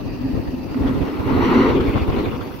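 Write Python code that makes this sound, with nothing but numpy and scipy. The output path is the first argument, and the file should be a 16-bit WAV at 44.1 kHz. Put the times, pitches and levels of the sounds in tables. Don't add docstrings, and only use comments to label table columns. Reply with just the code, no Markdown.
import sys
import numpy as np
from scipy import signal
from scipy.fft import rfft, irfft
from scipy.io import wavfile
from scipy.ndimage import uniform_filter1d

SR = 44100
rng = np.random.default_rng(int(sys.argv[2]) if len(sys.argv) > 2 else 0)


def persist_wave(psi):
    counts = np.round(np.clip(psi, -1, 1) * 32767).astype(np.int16)
    wavfile.write(sys.argv[1], SR, np.atleast_2d(counts).T)


N = 114660
TIME_S = np.arange(N) / SR

# freq_hz, value
NEAR_ZERO = [(20, 0.011), (16000, 0.012)]
# freq_hz, coherence
SHORE_COHERENCE = [(100, 0.96), (350, 1), (700, 0.054), (1100, 0.13), (1700, 0.2), (2600, 0.28),
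                   (4000, 0.083), (9000, .05)]
# freq_hz, left_minus_right_db
SPRAY_BALANCE = [(200, 10), (700, 7), (1100, -0.5), (1700, 3.5), (3000, 1), (5500, 2.5), (6700, 11),
                 (7900, 15), (9500, 12), (13000, 4)]


def amp(db):
    return 10 ** (np.asarray(db) / 20)


def unit_rms(x):
    return x / np.sqrt(np.mean(x ** 2) + 1e-20)


def at_freq(curve, hz):
    freq_hz, value = np.transpose(curve)
    return np.interp(np.log(hz + 1), np.log(freq_hz + 1), value)


def envelope(curve):
    time_s, *columns_db = np.transpose(curve)
    return amp([np.interp(TIME_S, time_s, db) for db in columns_db])


def swell(length_s):
    return np.sin(np.pi * np.arange(0, length_s, 1 / SR) / length_s) ** 2


def add(mix, start_s, sound):
    part = mix[:, max(round(start_s * SR), 0):][:, :sound.shape[1]]
    part += sound[:, :part.shape[1]]


def colour(x, spectrum):
    gain = amp(at_freq(spectrum, np.fft.rfftfreq(N, 1 / SR)))
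    return unit_rms(irfft(rfft(x) * gain, N))


def steadied(x, samples):
    power = uniform_filter1d(uniform_filter1d(x ** 2, samples), samples)
    return x / np.sqrt(power + 1e-12)


def drone(spectrum, coherence):
    left, other = rng.standard_normal((2, N))
    right = coherence * left + np.sqrt(1 - coherence ** 2) * other
    return steadied(colour(np.array([left, right]), spectrum), samples=2600)


def rush(spectrum, coherence, patchy_db, flicker_db, phase=NEAR_ZERO, balance=NEAR_ZERO):
    frames, hz = N // 128 + 6, np.fft.rfftfreq(512, 1 / SR)
    a, b, c, d, patches = rng.standard_normal((5, frames, len(hz)))
    patches = unit_rms(uniform_filter1d(uniform_filter1d(patches, 12, axis=0), 6, axis=1))
    flicker = rng.standard_normal(frames)
    flicker = unit_rms(uniform_filter1d(flicker, 5) - uniform_filter1d(flicker, 40))
    alike = np.clip(at_freq(coherence, hz), -1, 1)
    left, other = a + 1j * b, c + 1j * d
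    right = (alike * left + np.sqrt(1 - alike ** 2) * other) * np.exp(-1j * at_freq(phase, hz))
    lean = amp(at_freq(balance, hz) / 2)
    bins = np.array([left * lean, right / lean]) / np.hypot(lean, 1 / lean)
    bins *= amp(patchy_db * patches + flicker_db * flicker[:, None])
    _, noise = signal.istft(bins.transpose(0, 2, 1), nperseg=512, noverlap=384)
    return colour(noise[:, :N], spectrum)


def wind():
    # freq_hz, density_db
    eddy_spectrum = [(15, -34), (35, -6.5), (60, -6.5), (120, -1), (180, -9), (300, -12.5), (500, -17),
                     (900, -31.5), (2500, -89)]
    grit_spectrum = [(15, -22), (35, -11), (60, -2.5), (115, -12.5), (180, -19.5), (400, -21), (900, -30),
                     (2500, -90)]
    # time_s, left_db, right_db
    eddy_levels = [(0, -24, -48), (.09, -25.5, -36), (.28, -29, -28), (.39, -19.5, -32), (.44, -28, -38),
                   (.53, -30.5, -26), (.7, -27.5, -46), (.84, -27, -25.5), (1.0, -30, -19.5),
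                   (1.1, -53, -34.5), (1.35, -29.5, -19), (1.6, -25, -26.5), (1.78, -22, -25),
                   (2.0, -40, -23.5), (2.25, -31, -24), (2.34, -22, -31), (2.45, -45, -31),
                   (2.6, -40, -35.5)]
    # centre_s, left_db, right_db
    buffet_events = [(0.096, -32, -27), (0.398, -29, -27), (0.482, -28, -25.5), (0.818, -21, -24.5),
                     (.864, -23, -29), (1.031, -25, -22), (1.201, -28, -19), (1.262, -32, -23.5),
                     (1.336, -21, -33), (1.381, -23, -15), (1.432, -24, -23), (1.699, -22, -23),
                     (1.805, -26, -25), (1.892, -20, -19), (1.965, -15, -26), (2.023, -19.5, -24),
                     (2.095, -17.5, -20), (2.182, -22, -22), (2.28, -38, -17.5)]
    buffet_s, swing_hz, spread_rad, lump_db = 0.055, 62, 1.4, 3.5
    buffets, shape = np.zeros((2, N)), swell(buffet_s)
    t = TIME_S[:len(shape)]
    grit = steadied(drone(grit_spectrum, coherence=0.17), samples=1100)
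    for centre_s, left_db, right_db in buffet_events:
        offset, lag, detune = rng.standard_normal(3)
        phase = 2 * np.pi * (swing_hz * np.exp(0.18 * detune) * t + offset)
        swing = 0.88 * np.sin([phase, phase + spread_rad * lag])
        swing += 1.2 * grit[:, round(centre_s * SR):][:, :len(t)]
        add(buffets, centre_s - buffet_s / 2, amp([[left_db], [right_db]]) * shape * swing)
    lumps = unit_rms(uniform_filter1d(uniform_filter1d(rng.standard_normal((2, N)), 700), 500))
    eddies = unit_rms(drone(eddy_spectrum, coherence=0.091) * amp(lump_db * np.clip(lumps, -2, 2)))
    return eddies * envelope(eddy_levels) + buffets


def surf():
    # freq_hz, density_db
    spectrum = [(20, -38), (120, -4.5), (330, 1.5), (600, -5), (900, -5.5), (1400, -21), (2200, -26.5),
                (2700, -12.5), (3300, -26.5), (4700, -22.5), (6000, -27), (7200, -44), (9000, -74.5),
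                (13000, -34)]
    return amp(-38) * rush(spectrum, SHORE_COHERENCE, patchy_db=2.5, flicker_db=1.74)


def mist():
    # freq_hz, density_db
    spectrum = [(3000, -40), (7000, -16), (9000, -16), (10200, -10), (11500, -2), (13000, -3), (15800, -5)]
    # time_s, level_db
    levels = [(0, -60), (.2, -61), (.35, -58), (.7, -58.5), (.9, -56), (1.15, -56.5), (1.45, -52.5),
              (1.84, -56.5), (1.89, -49), (1.94, -55.5), (2.4, -54.5), (2.6, -51.5)]
    # freq_hz, left_minus_right_db
    balance = [(5000, 6), (7900, 15), (10000, 5), (13000, 0.5)]
    return envelope(levels) * rush(spectrum, NEAR_ZERO, patchy_db=-1.7, flicker_db=1.0, balance=balance)


def crack_hiss():
    # freq_hz, density_db
    spectrum = [(1300, -30), (1650, 3.5), (1900, 7.5), (2120, -5), (2650, 2.5), (2850, -19), (3050, -26),
                (3700, -13), (4400, -1.5), (4820, 0.5), (5250, -24), (6000, -31), (7500, -29), (9000, -38)]
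    # time_s, level_db
    levels = [(0, -58), (.12, -47.5), (.3, -47.5), (.6, -52.5), (.9, -52), (1.3, -66), (2.6, -64)]
    return envelope(levels) * rush(spectrum, SHORE_COHERENCE, patchy_db=3, flicker_db=1.0)


def shaft():
    # freq_hz, density_db
    hum_spectrum = [(150, -10), (220, -0.5), (265, 9), (310, 4.5), (420, -11), (700, -49.5)]
    # time_s, level_db
    hum_levels = [(0, -33), (.3, -28), (.68, -33.5), (.8, -23.5), (1.15, -27), (1.35, -26), (1.6, -34),
                  (1.9, -27), (2.25, -27.5), (2.6, -39.5)]
    # centre_s, level_db, pitch_hz
    throbs = [(0.075, -27, 272.6), (0.213, -21, 256), (0.256, -17, 267.7), (0.311, -18.5, 267),
              (0.367, -20.5, 256.5), (0.544, -20, 257), (0.622, -23.5, 250), (0.765, -14.5, 257),
              (0.808, -19, 268.7), (0.854, -15.5, 254), (0.906, -13.5, 260.4), (0.976, -30, 273.5),
              (1.281, -19, 277), (1.325, -16.5, 245.3), (1.359, -15, 266), (1.415, -16.5, 268.4),
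              (1.474, -14, 263.7), (1.522, -17, 242.8), (1.566, -10, 243.6), (1.62, -10.5, 246),
              (1.691, -18, 255), (1.783, -18.5, 272), (1.873, -20, 273.4), (2.177, -17, 249.5)]
    throb_s, skew, spread_rad = 0.052, 0.94, 0.41
    out = drone(hum_spectrum, coherence=0.17) * envelope(hum_levels)
    progress = np.arange(0, throb_s, 1 / SR) / throb_s
    shape = np.sin(np.pi * progress ** skew) ** 2
    for centre_s, level_db, pitch_hz in throbs:
        offset, lag, glide = rng.standard_normal(3)
        glide_hz = pitch_hz * (1 + 0.16 * glide * (progress - 0.5))
        phase = 2 * np.pi * (np.cumsum(glide_hz) / SR + offset)
        tone = np.sin([phase, phase + spread_rad * lag])
        add(out, centre_s - throb_s / 2, amp(level_db) * shape * tone)
    return out


def splashes():
    # centre_s, length_s, level_db, left_minus_right_db
    gushes = [(0.368, .05, -36, -3), (0.861, 0.071, -36.5, -6), (1.082, 0.078, -32, 5),
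              (1.205, .04, -33.5, -5), (1.3, .04, -30, 12), (1.89, .06, -30.5, 2), (1.972, 0.036, -24, 3),
              (2.19, .07, -31.5, 8)]
    # start_s, peak_db
    slaps = [(.744, -26), (.833, -26.5), (1.084, -27), (1.446, -26), (1.957, -24), (2.079, -25)]
    # freq_hz, density_db
    spectrum = [(120, -25), (250, 2), (480, 4), (750, 0.5), (1100, -1), (1700, -10), (2400, -13),
                (3500, -24), (5000, -30), (8000, -52), (13000, -53)]
    slap_rise_s = 0.0011
    gain = np.zeros((2, N))
    for centre_s, length_s, level_db, lean_db in gushes:
        sides = amp([[level_db + lean_db / 2], [level_db - lean_db / 2]])
        add(gain, centre_s - length_s / 2, sides * np.sqrt(swell(length_s)))
    age = TIME_S[None, :SR // 20] / slap_rise_s
    for start_s, peak_db in slaps:
        add(gain, start_s, amp(peak_db) * age * np.exp(1 - age))
    return gain * rush(spectrum, SHORE_COHERENCE, patchy_db=2, flicker_db=1.2)


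def eruption():
    # freq_hz, density_db
    jet_spectrum = [(200, -22), (450, -8.5), (650, -11), (930, -1), (1380, -6), (1680, -13.5), (1950, -9),
                    (2220, -12), (2500, -19.5), (2800, -16), (3400, -24), (3900, -23), (4400, -23.5),
                    (4700, -30.5), (5400, -33.5), (5950, -34), (6400, -44.5), (7500, -44), (9000, -55),
                    (13000, -50)]
    bellow_spectrum = [(120, -11), (185, -9), (225, 1), (335, 2), (420, 2.5), (520, -10.5), (650, -31.5),
                       (1000, -68)]
    # time_s, level_db
    jet_levels = [(0, -46.5), (.6, -49.5), (.76, -38), (.87, -35.5), (1.0, -36.5), (1.14, -35), (1.24, -34),
                  (1.3, -28.5), (1.38, -27), (1.45, -22.5), (1.62, -22.5), (1.71, -25), (1.79, -39.5),
                  (2.2, -36), (2.4, -48), (2.6, -73)]
    bellow_levels = [(0, -54), (.7, -46), (.85, -33), (1.22, -32.5), (1.32, -23.5), (1.5, -19.5),
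                     (1.61, -13), (1.7, -19.5), (1.77, -16), (1.86, -25.5), (2.07, -32), (2.19, -22),
                     (2.4, -36), (2.6, -45)]
    # freq_hz, coherence
    coherence = [(100, 0.5), (700, .7), (1000, 0.59), (1400, 0.46), (1700, 0.89), (2200, 0.27),
                 (4000, 0.74), (6000, 1), (8000, .2), (15000, .1)]
    # freq_hz, left_lead_rad
    phase = [(20, 0), (600, .1), (1000, .5), (1400, 1.5), (1700, 3.1), (1900, 5.8), (2350, 7.3),
             (2600, 6.3), (3050, 7.7), (3500, 6.3), (4300, 6.4), (5000, 10), (6000, 12.6), (9000, 19)]
    treble_hz, treble_db_per_db = 1450, 0.26
    jet = rush(jet_spectrum, coherence, patchy_db=1.5, flicker_db=0.03, phase=phase, balance=SPRAY_BALANCE)
    force = envelope(jet_levels)
    body = signal.sosfiltfilt(signal.butter(2, treble_hz, fs=SR, output="sos"), jet)
    treble = (jet - body) * (force / force.max()) ** treble_db_per_db
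    bellow = drone(bellow_spectrum, coherence=0.87) * envelope(bellow_levels)
    return (body + treble) * force + bellow


def falling_water():
    # freq_hz, density_db
    spectrum = [(200, -12), (480, 4), (720, -7.5), (1100, -2), (1750, -12.5), (2300, -9.5), (2750, -12),
                (3100, -16.5), (3480, -13.5), (3950, -23), (4400, -20.5), (5200, -34), (7000, -39),
                (9000, -49)]
    # time_s, level_db
    levels = [(0, -49), (.7, -50), (.85, -37), (1.3, -39.5), (1.7, -30), (1.82, -27.5), (2.01, -30),
              (2.065, -36), (2.14, -28), (2.26, -32), (2.33, -34), (2.6, -40)]
    splats_per_s, spread_db, splats_vs_sheet_db = 760, 0.5, -7.5
    sheet = rush(spectrum, SHORE_COHERENCE, patchy_db=4.0, flicker_db=2.5, balance=SPRAY_BALANCE)
    lands = rng.random(N) < splats_per_s / SR
    size_db = spread_db * np.minimum(rng.exponential(1, N), 4.5)
    pan_rad = rng.uniform(0, 0.58, N)
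    hits = lands * amp(size_db) * rng.choice([-1, 1], N)
    splats = colour(hits * np.array([np.cos(pan_rad), np.sin(pan_rad)]), spectrum)
    return unit_rms(sheet + amp(splats_vs_sheet_db) * splats) * envelope(levels)


def squeals():
    # centre_s, length_s, pitch_hz, level_db
    events = [(1.885, .06, 2250, -37), (2.005, .08, 2530, -40)]
    sag_hz_per_s, wobble_hz = 6000, 170
    out = np.zeros((2, N))
    for centre_s, length_s, pitch_hz, level_db in events:
        shape = np.sqrt(2 * swell(length_s))
        from_centre_s = TIME_S[:len(shape)] - length_s / 2
        wobble = unit_rms(uniform_filter1d(rng.standard_normal(N), 60))[:len(shape)]
        glide_hz = pitch_hz - sag_hz_per_s * from_centre_s + wobble_hz * wobble
        tone = np.sin(2 * np.pi * np.cumsum(glide_hz) / SR)
        add(out, centre_s - length_s / 2, amp(level_db) * shape * tone[None])
    return out


def scene():
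    blowhole = shaft() + eruption() + squeals() + splashes() + falling_water()
    return blowhole + surf() + mist() + crack_hiss() + wind()


def record(dry):
    cutoff_hz = 15850
    taps = signal.firwin(511, cutoff_hz, window=("kaiser", 9), fs=SR)
    return signal.oaconvolve(dry, taps[None], "same")


dry = scene()
out = record(dry)
persist_wave(out)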